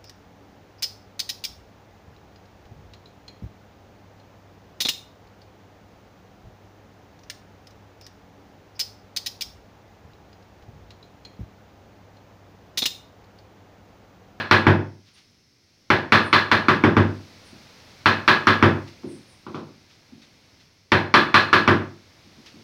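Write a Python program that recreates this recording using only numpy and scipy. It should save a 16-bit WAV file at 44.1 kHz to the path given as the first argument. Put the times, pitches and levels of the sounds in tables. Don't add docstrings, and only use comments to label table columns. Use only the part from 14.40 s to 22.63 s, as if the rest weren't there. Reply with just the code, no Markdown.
import sys
import numpy as np
from scipy import signal
from scipy.fft import rfft, irfft, next_fast_len
from scipy.io import wavfile
from scipy.ndimage import uniform_filter1d, minimum_filter1d

SR = 44100
rng = np.random.default_rng(int(sys.argv[2]) if len(sys.argv) > 2 else 0)


def transcribe(signal):
    frames = np.atleast_2d(signal).T
    limited = np.clip(frames, -1, 1)
    pcm = np.round(limited * 32767).astype(np.int16)
    wavfile.write(sys.argv[1], SR, pcm)


N = 362943
RING_SIZE = 32768

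# frequency_hz, density_db
WOOD_COLOUR = [(45, -30), (90, -2), (330, 7.5), (440, 0), (630, 0), (770, -1.5), (1050, 4), (1400, 3),
               (1720, 3.5), (2050, -1), (2900, -7.5), (4250, -10.5), (5600, -24), (7400, -40), (16000, -49)]
# frequency_hz, t60_s
ROOM_DECAY = [(90, 0.64), (230, 0.5), (360, 0.46), (650, 0.44), (1100, 0.38), (2200, 0.35), (4000, 0.33),
              (8000, .36), (15000, .37)]


def amp(db):
    return 10 ** (np.asarray(db) / 20)


def unit_rms(x):
    return x / np.sqrt(np.mean(x ** 2) + 1e-20)


def curve_at(points, hz):
    f, value = np.transpose(points)
    return np.interp(np.log(hz + 1), np.log(f + 1), value)


def add(mix, start_s, sound):
    start = round(start_s * SR)
    sound = sound[max(-start, 0):]
    part = mix[max(start, 0):][:len(sound)]
    part += sound[:len(part)]


def noise(colour, size):
    hz = np.fft.rfftfreq(size, 1 / SR)
    phases = np.exp(2j * np.pi * rng.random(len(hz)))
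    return unit_rms(irfft(amp(curve_at(colour, hz)) * phases, size))


def coloured(sound, gain_db):
    log_gain = np.log(amp(np.r_[gain_db, gain_db[-2:0:-1]]))
    response = np.exp(np.conj(signal.hilbert(log_gain)))[:len(gain_db)]
    return irfft(rfft(sound) * response)


def ringing(hz, db, t60, bloom_s):
    t = np.arange(RING_SIZE)[:, None] / SR
    sign = (-1) ** np.arange(len(hz))
    decay = np.exp(-np.log(1000) * t / t60)
    bloom = 1 - np.exp(-t / (bloom_s + 1 / hz))
    return (sign * amp(db) * decay * bloom * np.sin(2 * np.pi * hz * t)).T


def struck_modes(knock_db=1, wood_db=-1, gouge_db=0.5, wood_sustain=0.87, gouge_t60_s=0.36):
    # pitch_hz, relative_db, t60_s
    knock_modes = [(266, 1.5, 0.024), (1020, -2.5, .014), (1320, 3, 0.02), (1630, -11, 0.0074),
                   (2270, -4.5, 0.016), (3490, -21, 0.034), (4320, -16.5, 0.0091), (5556, -23.5, .015)]
    # pitch_hz, relative_db
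    wood_modes = [(99, -10.5), (110.5, -23.5), (77, -27.5), (141.8, -19), (154.8, -22), (209.3, -23),
                  (225, -17.5), (283.7, -19.5), (316.6, -23), (315.5, -22.5), (341.4, -13.5), (373.7, -14),
                  (531.4, -23), (609.4, -28.5), (816, -27), (894.5, -17), (896, -22), (1069, -30.5),
                  (1060, -21.5), (1081, -26.5), (1093, -26.5), (1157, -28.5), (1186, -21), (1290, -28.5),
                  (1424, -18.5), (1326, -19.5), (1408, -24.5), (1410, -26), (2014, -22), (2310, -26.5)]
    # pitch_hz, relative_db
    gouge_modes = [(1536, -20), (1573, -27), (1659, -17.5), (1683, -23), (1712, -21.5), (1735, -29),
                   (2570, -25), (3460, -28), (3535, -33), (4126, -33), (4150, -29), (4190, -36.5),
                   (4260, -33.5)]
    knock = amp(knock_db) * ringing(*np.transpose(knock_modes), bloom_s=0.00028)
    hz, db = np.transpose(wood_modes)
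    wood = ringing(hz, db + wood_db, wood_sustain * curve_at(ROOM_DECAY, hz), bloom_s=0.0032)
    hz, db = np.transpose(gouge_modes)
    gouge = ringing(hz, db + gouge_db, gouge_t60_s, bloom_s=0.025)
    return np.vstack([knock, wood, gouge])


def diffuse_ring():
    hz, t, bands = signal.stft(noise(WOOD_COLOUR, RING_SIZE), SR, nperseg=512)
    decay = np.exp(-np.log(1000) * t / curve_at(ROOM_DECAY, hz)[:, None])
    return signal.istft(bands * decay, SR)[1][:RING_SIZE]


def strike(modes, room_ring, change=0.64, scatter=0.31, diffuse_db=-7.0, snap_db=10):
    # frequency_hz, density_db
    snap_colour = [(60, -26), (300, -10), (750, -19), (1300, 3.5), (2200, 2), (3200, -12.5), (5500, -16),
                   (7500, -36.5), (16000, -41)]
    t, hz = np.arange(RING_SIZE) / SR, np.fft.rfftfreq(RING_SIZE, 1 / SR)
    diffuse = (room_ring + change * diffuse_ring()) / np.hypot(1, change)
    diffuse *= 1 - np.exp(-t / 0.0035)
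    clatter = rng.standard_normal(RING_SIZE) * np.exp(-t / 0.0027) * (1 - np.exp(-t / 0.00097))
    snap = coloured(clatter, curve_at(snap_colour, hz))
    ring = (1 + scatter * rng.standard_normal(len(modes))) @ modes
    return amp(snap_db) * snap / np.linalg.norm(snap) + ring + amp(diffuse_db) * diffuse


def blow_colour(hz, seated, knock_db, crack_hz=2000, crack_free_db=8, crack_seated_db=-6.5):
    # centre_hz, width_octaves, free_db, seated_db, knock_share
    parts = [(95, 0.58, -11, 5, 0.23), (271, 0.67, -7, 5, .75), (1199, 0.2, 5.5, -5, 1.0),
             (1710, 0.06, 6, -3, .25), (4190, 0.095, 3, -9, -.15)]
    crack_db = crack_free_db + seated * (crack_seated_db - crack_free_db) + 0.37 * knock_db
    gain_db = crack_db * (1 - 1 / (1 + (hz / crack_hz) ** 6))
    for centre_hz, octaves, free_db, seated_db, knock_share in parts:
        band = np.exp(-0.5 * (np.log2((hz + 1) / centre_hz) / octaves) ** 2)
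        gain_db += band * (free_db + seated * (seated_db - free_db) + knock_share * knock_db)
    return gain_db


def blows_and_taps(modes, seated_damping_db_per_s=18):
    # start_s, force_db, seated (0 edge free, 1 firm), knock_db (extra from a square hit)
    blows = [(-0.085, -5, 0.16, -4.5), (0.1113, -1.5, 0.36, -1), (0.2669, -1.5, 0.91, -2.5),
             (1.5024, -2, 0.57, -5.5), (1.7214, -1.5, 0.31, 1), (1.9282, -5, 0.13, 1.5),
             (2.1146, -4, 0.35, -2), (2.284, -7, 0.5, 5), (2.4374, -4.5, 0.89, 1.5), (2.567, -6, 0.94, 3),
             (3.658, -4, 0.28, -2), (3.878, -3.5, 0.2, 0), (4.07, -5.5, 0.32, 5), (4.2257, -2.5, 0.78, 1.5),
             (6.5185, -1, 0.54, -6), (6.74, -2.5, 0.28, 2.5), (6.942, -4, 0.12, 1),
             (7.1289, -4.5, 0.28, 2.5), (7.2766, -4, 0.67, 3)]
    # start_s, force_db
    taps = [(5.0655, -31), (5.1443, -25)]
    # frequency_hz, gain_db
    tap_colour = [(95, -4), (160, 9), (330, 5), (600, 4.5), (1400, -1), (1700, -16), (2500, -5.5),
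                  (4200, -5.5), (8000, -13)]
    out = np.zeros(N)
    t, hz = np.arange(RING_SIZE) / SR, np.fft.rfftfreq(RING_SIZE, 1 / SR)
    room_ring = diffuse_ring()
    for start_s, force_db, seated, knock_db in blows:
        blow = coloured(strike(modes, room_ring), blow_colour(hz, seated, knock_db))
        damping_db = seated_damping_db_per_s * seated * t
        add(out, start_s, amp(force_db - damping_db) * blow)
    for start_s, force_db in taps:
        tap = coloured(strike(modes, room_ring), curve_at(tap_colour, hz))
        add(out, start_s, amp(force_db) * tap)
    return signal.sosfilt(signal.butter(2, 55, "highpass", fs=SR, output="sos"), out)


def background_noise(usual_db=-63.5):
    # time_s, level_db
    lulls = [
        [(0.95, -70.5), (1.078, -74), (1.4, -70.5)],
        [(2.95, -55.5), (3.6, -55.5)],
        [(4.75, -59.5), (5.0, -62)],
        [(5.4, -64), (6.156, -64), (6.45, -70.5)],
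        [(7.75, -61), (8.2, -59)],
    ]
    # frequency_hz, density_db
    rumble = [(20, -13), (50, -11), (95, 4), (160, -3), (240, -2.5), (450, -10), (800, -39.5)]
    mid_noise = [(300, -14), (500, 7.5), (1000, 3), (1700, 1), (2500, -23)]
    hiss = [(1200, -14.5), (2100, 5.5), (3000, 0.5), (4300, 3.5), (5250, 1.5), (6400, -4.5), (7400, -13.5),
            (11000, -20.5), (16000, -27.5)]
    # relative_db, follow_db_per_db of swell
    layers = [(-58.5, 0.59), (-63.5, 1), (-59, 0.7953)]
    time_s, level_db = np.vstack(lulls).T
    swell_db = np.interp(np.arange(N) / SR, time_s, level_db) - usual_db
    out = np.zeros(N)
    for (relative_db, follow), colour in zip(layers, (rumble, mid_noise, hiss)):
        out += amp(relative_db + follow * swell_db) * noise(colour, next_fast_len(N))[:N]
    return out


def sizzle():
    # frequency_hz, density_db
    colour = [(3000, -32.5), (4200, -6.5), (5000, -3), (5270, 2.5), (5550, -1.5), (6300, -7), (7200, -22.5),
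              (16000, -26.5)]
    return noise(colour, next_fast_len(N))[:N]


def scrapes(fade_s=0.041):
    # start_s, level_db, rise_s
    rasps = [(.64, -57.5, 0.047), (0.732, -53.5, 0.054), (4.462, -48, .018), (5.145, -51, 0.0055),
             (5.479, -55.5, .033), (5.815, -51.5, .007), (6.195, -56, .008), (8.057, -46, 0.0055)]
    # frequency_hz, density_db
    colour = [(500, -13), (1300, -1.5), (2800, 2.5), (4500, 3.5), (6200, -3), (7500, -17), (15000, -30)]
    out, t = np.zeros(N), np.arange(RING_SIZE) / SR
    for start_s, level_db, rise_s in rasps:
        envelope = np.minimum(t / rise_s, 1) * np.exp(-np.maximum(t - rise_s, 0) / fade_s)
        add(out, start_s, amp(level_db) * envelope * noise(colour, RING_SIZE))
    return out


def squeak_and_chirps(start_hz=10800, end_hz=8900, waver_hz=600, echo_fade_s=0.055):
    # start_s, level_db, length_s
    whistles = [(0.73, -64.5, 0.018), (1.82, -57.5, .067), (3.024, -65, 0.078), (4.647, -59.5, .12),
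                (4.848, -65, 0.098)]
    out = np.zeros(N)
    for start_s, level_db, length_s in whistles:
        progress = np.linspace(0, 1, int(length_s * SR))
        waver = unit_rms(uniform_filter1d(rng.standard_normal(len(progress)), size=40))
        hz = end_hz + (start_hz - end_hz) * (1 - progress) ** 3 + waver_hz * waver
        whistle = np.sin(np.pi * progress) * np.sin(2 * np.pi * np.cumsum(hz) / SR)
        add(out, start_s, amp(level_db) * unit_rms(whistle))
    echoes = rng.standard_normal(RING_SIZE) * np.exp(-np.arange(RING_SIZE) / SR / echo_fade_s)
    return signal.fftconvolve(out, echoes / np.linalg.norm(echoes))[:N]


def bumps(modes, low_hz=150, top_hz=347, top_at_db=-26, octaves_per_db=0.03):
    # start_s, force_db
    nudges = [(0.867, -44), (3.119, -33), (4.633, -18), (4.662, -31.5), (5.721, -32.5), (7.843, -36),
              (7.96, -35), (8.14, -32)]
    out = np.zeros(N)
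    for start_s, force_db in nudges:
        cutoff_hz = top_hz * 2 ** (octaves_per_db * (force_db - top_at_db))
        softness = signal.butter(2, [low_hz, cutoff_hz], "bandpass", fs=SR, output="sos")
        add(out, start_s, amp(force_db) * signal.sosfilt(softness, strike(modes, diffuse_ring())))
    return out


def scene(sizzle_db=-66.5, background_gain_db=-1):
    modes = struck_modes()
    background = amp(background_gain_db) * background_noise() + amp(sizzle_db) * sizzle()
    return (blows_and_taps(modes) + bumps(modes) + scrapes() + squeak_and_chirps() + background)[None]


def record(dry, threshold_db=-8.0, slope=0.85, recovery_db_per_s=110, ceiling=1.0, cutoff_hz=16100):
    power_db = 10 * np.log10(abs(uniform_filter1d(dry[0] ** 2, size=300)) + 1e-12)
    recovery_db = np.arange(N) / SR * recovery_db_per_s
    detector_db = np.maximum.accumulate(power_db + recovery_db) - recovery_db
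    over_db = np.maximum(detector_db - threshold_db, 0)
    held = dry[0] / amp(slope * uniform_filter1d(over_db, size=100))
    peak_gain = minimum_filter1d(ceiling / np.maximum(abs(held), ceiling), size=41)
    held *= uniform_filter1d(peak_gain, size=41)
    lowpass = signal.firwin(511, cutoff_hz, window=("kaiser", 9), fs=SR)
    return signal.oaconvolve(held, lowpass, "same")[None]


dry = scene()
out = record(dry)
transcribe(out)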